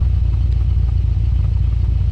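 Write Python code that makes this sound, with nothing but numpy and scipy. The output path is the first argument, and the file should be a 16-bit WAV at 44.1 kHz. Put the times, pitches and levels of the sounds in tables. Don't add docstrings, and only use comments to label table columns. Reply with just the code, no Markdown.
import sys
import numpy as np
from scipy import signal
from scipy.fft import rfft, irfft, next_fast_len
from scipy.io import wavfile
from scipy.ndimage import uniform_filter1d, minimum_filter1d

SR = 44100
rng = np.random.default_rng(int(sys.argv[2]) if len(sys.argv) > 2 else 0)


def transcribe(signal):
    frames = np.atleast_2d(signal).T
    limited = np.clip(frames, -1, 1)
    pcm = np.round(limited * 32767).astype(np.int16)
    wavfile.write(sys.argv[1], SR, pcm)


N = 93227

FIRINGS_PER_CYCLE = 8


def firings(t):
    # (time [s], rate [firings/s])
    speed = [(0, 60.5), (.13, 59.2), (.27, 58.15), (.7, 58.78), (1.16, 56.2), (1.34, 58.1), (1.49, 55.3),
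             (1.65, 57.7), (2.11, 57.05)]
    first_firing_s, jitter_s = -.0261, .0003
    crank = np.cumsum(np.interp(t, *np.array(speed).T)) / SR
    crank = crank - np.interp(first_firing_s, t, crank)
    numbers = np.arange(np.ceil(crank[0]), crank[-1]).astype(int)
    times = np.interp(numbers, crank, t) + jitter_s * rng.standard_normal(len(numbers))
    return crank, times, numbers


def boom(t, times, numbers):
    lope_db = [.7, -3.7, 4.4, -4.5, -2.7, 3.4, -9.6, -.4, -1.5, 1.7, -10.8, 3.4, -.6, -7.2, 5.4, -2.6]
    # (frequency [Hz], bandwidth [Hz], relative gain [dB])
    pipe_modes = [(70.6, 9.8, -1.2), (88, 17, 1), (133, 7, -1), (146, 9.5, -.5)]
    scatter_db, late_s_per_db, muffler_hz, left_over_right_db = 1.0, .00007, 122, .5
    strength_db = np.take(lope_db, numbers, mode="wrap") + scatter_db * rng.standard_normal(len(numbers))
    drive = pulses(t, times + late_s_per_db * strength_db, undb(strength_db))
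    muffler = signal.butter(8, muffler_hz, fs=SR, output="sos")
    bass = signal.sosfilt(muffler, ring(drive, pipe_modes))
    balance = undb(np.array([[left_over_right_db], [-left_over_right_db]]) / 2)
    return level(bass, db=-13.3) * balance


def gas(t, times, numbers):
    puff_db = [3.5, -3, 4.5, -2, 0, 4, -5, 2, -4, 3, -4, 3, 1, -5, 3.5, -2]
    # (frequency [Hz], relative density [dB])
    spectrum = [(100, 5), (170, 13.5), (205, -.5), (270, 4), (320, 4.5), (365, 1), (400, -5.5), (440, -2.5),
                (520, -10), (610, -8), (665, -17), (755, -6.5), (860, -18), (960, -12.5), (1080, -22),
                (1210, -12.5), (1450, -22.5), (2800, -29), (4400, -39), (7000, -49), (8600, -41),
                (12000, -62)]
    delay_s, rise_s, scatter_db = .005, .0046, .5
    strength_db = np.take(puff_db, numbers, mode="wrap") + scatter_db * rng.standard_normal(len(numbers))
    drive = pulses(t, times + delay_s, undb(strength_db))
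    envelope = shape(drive, lambda f: 1 / (1 + 2j * np.pi * f * rise_s) ** 2)
    return level(colour(stereo_noise(t) * envelope, spectrum), db=-36)


def chuffs(t):
    # (time [s], level [dB])
    gusts = [(.022, -41), (.055, -44.5), (.168, -44.5), (.34, -41.5), (.44, -47), (.615, -42.5),
             (.718, -44), (.89, -44), (1.325, -46), (1.399, -43), (1.449, -39.5), (1.565, -45),
             (1.675, -47), (1.73, -47), (1.85, -44.5), (2.012, -46)]
    # (frequency [Hz], relative density [dB])
    spectrum = [(300, -14), (560, -4), (670, -8), (770, 0), (860, -6), (960, 1), (1080, -6), (1210, 0),
                (1450, -11), (3000, -19), (5000, -25), (7000, -34), (9000, -30), (12000, -54.5)]
    envelope = sum(undb(db) * gaussian(t - at, sigma=.008) for at, db in gusts)
    return envelope * level(colour(stereo_noise(t), spectrum), 0)


def hiss(t, crank):
    # (frequency [Hz], relative density [dB])
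    spectrum = [(200, 5), (700, 7.5), (1500, -2), (2100, 2), (2600, 1), (3150, 1), (3500, -4.5),
                (4400, -4.5), (5500, -7.5), (7000, -17), (7900, -15.5), (9000, -19), (10200, -32),
                (11500, -44), (15000, -54)]
    swell_db, peak_firing = .4, 3.3
    cycle = (crank - peak_firing) / FIRINGS_PER_CYCLE
    swell = undb(swell_db * np.cos(2 * np.pi * cycle))
    return level(colour(stereo_noise(t), spectrum) * swell, db=-49.3)


def whine(t):
    # (frequency [Hz], level [dB])
    tones = [(2202, -69), (2557, -61.5), (2638, -68), (2950, -63), (3246, -70), (3741, -66), (4091, -67.5)]
    width_hz = 42
    noise = stereo_noise(t)
    return sum(level(ring(noise, [(hz, width_hz, 0)]), db) for hz, db in tones)


def rasps(t):
    # (time [s], gain [dB], frequency [Hz], glide [Hz/s])
    flares = [(.42, -52, 3080, -500), (.70, -52, 2980, -3000), (1.0, -56, 2850, -2000),
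              (1.27, -54, 2850, 2000), (1.38, -55, 3100, -2000), (1.65, -52, 3120, 2500),
              (1.74, -55, 2650, -3000), (1.98, -55, 2980, -1500)]
    half_width_hz = 190
    grain = level(shape(stereo_noise(t), lambda f: np.exp(-(f / half_width_hz) ** 2)), 0)
    tones = 0
    for at, db, hz, glide in flares:
        phase = 2 * np.pi * np.cumsum(hz + glide * (t - at)) / SR
        tones = tones + undb(db) * gaussian(t - at, sigma=.026) * np.sin(phase)
    return grain * tones


def rubs(t, crank):
    # (frequency [Hz], bandwidth per pass [Hz], level [dB], crank at peak [firings])
    bands = [(4440, 300, -64.5, 3.1), (2983, 350, -66, 2.4), (4050, 350, -69, 5.6),
             (8800, 1900, -78.5, 7.1)]
    sigma_firings, uneven_db = .88, 1.0
    half_cycle = FIRINGS_PER_CYCLE / 2
    chirps = 0
    for hz, width, db, peak in bands:
        from_peak = (crank - peak + half_cycle) % FIRINGS_PER_CYCLE - half_cycle
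        envelope = gaussian(from_peak, sigma_firings) * undb(uneven_db * wander(t, hz=1))
        friction = stereo_noise(t) * envelope
        mode = [(hz, width, 0)]
        chirps = chirps + level(ring(ring(friction, mode), mode), db)
    return chirps


def clicks(t):
    # (time [s], level [dB])
    onsets = [(0.5178, -41), (.5250, -33)]
    # (frequency [Hz], relative density [dB])
    spectrum = [(800, -18), (1800, 2), (2600, -2), (3600, 3), (5200, -0.5), (6500, -15), (8000, -11),
                (11000, -39), (14000, -55)]
    decay_s = .0022
    envelope = sum(undb(db) * (t >= at) * np.exp(-np.abs(t - at) / decay_s) for at, db in onsets)
    return envelope * level(colour(stereo_noise(t), spectrum), 0)


def stereo_noise(t):
    # (frequency [Hz], side relative to mid [dB])
    width = [(100, -26), (350, -16.5), (700, -14.5), (1400, -8.5), (2800, -7), (5600, -3.5), (9000, -1)]
    mid, side = rng.standard_normal((2, len(t)))
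    side = colour(side, width)
    return np.array([mid + side, mid - side])


def wander(t, hz):
    return level(ring(rng.standard_normal(len(t)), [(hz, hz, 0)]), 0)


def pulses(t, times, sizes):
    at = np.round((times - t[0]) * SR).astype(int)
    inside = (at >= 0) & (at < len(t))
    return np.bincount(at[inside], sizes[inside], len(t))


def gaussian(offset, sigma):
    return np.exp(-(offset / sigma) ** 2 / 2)


def ring(x, modes):
    return shape(x, lambda f: sum(undb(db) / (1 + 1j * (f / hz - hz / f) * hz / width)
                                  for hz, width, db in modes))


def colour(x, points):
    hz, db = np.array(points).T
    return shape(x, lambda f: undb(np.interp(np.log(f), np.log(hz), db)))


def shape(x, response):
    size = next_fast_len(x.shape[-1] + 8192)
    f = np.maximum(np.fft.rfftfreq(size, 1 / SR), 1e-3)
    return irfft(rfft(x, size) * response(f), size)[..., :x.shape[-1]]


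def level(x, db):
    return x * undb(db) / np.sqrt(np.mean(x ** 2))


def undb(db):
    return 10 ** (np.asarray(db) / 20)


def scene():
    lead_s = .4
    t = np.arange(-int(lead_s * SR), N) / SR
    crank, times, numbers = firings(t)
    exhaust = boom(t, times, numbers) + gas(t, times, numbers) + chuffs(t)
    engine = hiss(t, crank) + whine(t) + rubs(t, crank) + rasps(t)
    return (exhaust + engine + clicks(t))[:, -N:]


def record(dry):
    ceiling, limiter_s, fade_s, top_hz = .41, .0087, .012, 15000
    window = int(limiter_s * SR)
    allowed_gain = ceiling / np.maximum(np.abs(dry).mean(axis=0), ceiling)
    gain = uniform_filter1d(minimum_filter1d(allowed_gain, window), window)
    from_edge_s = np.minimum(np.arange(N), np.arange(N)[::-1]) / SR
    fade = np.sin(np.pi / 2 * np.minimum(from_edge_s / fade_s, 1))
    low_pass = signal.ellip(8, .2, 70, top_hz, fs=SR, output="sos")
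    return signal.sosfilt(low_pass, dry * gain * fade)


dry = scene()
out = record(dry)
transcribe(out)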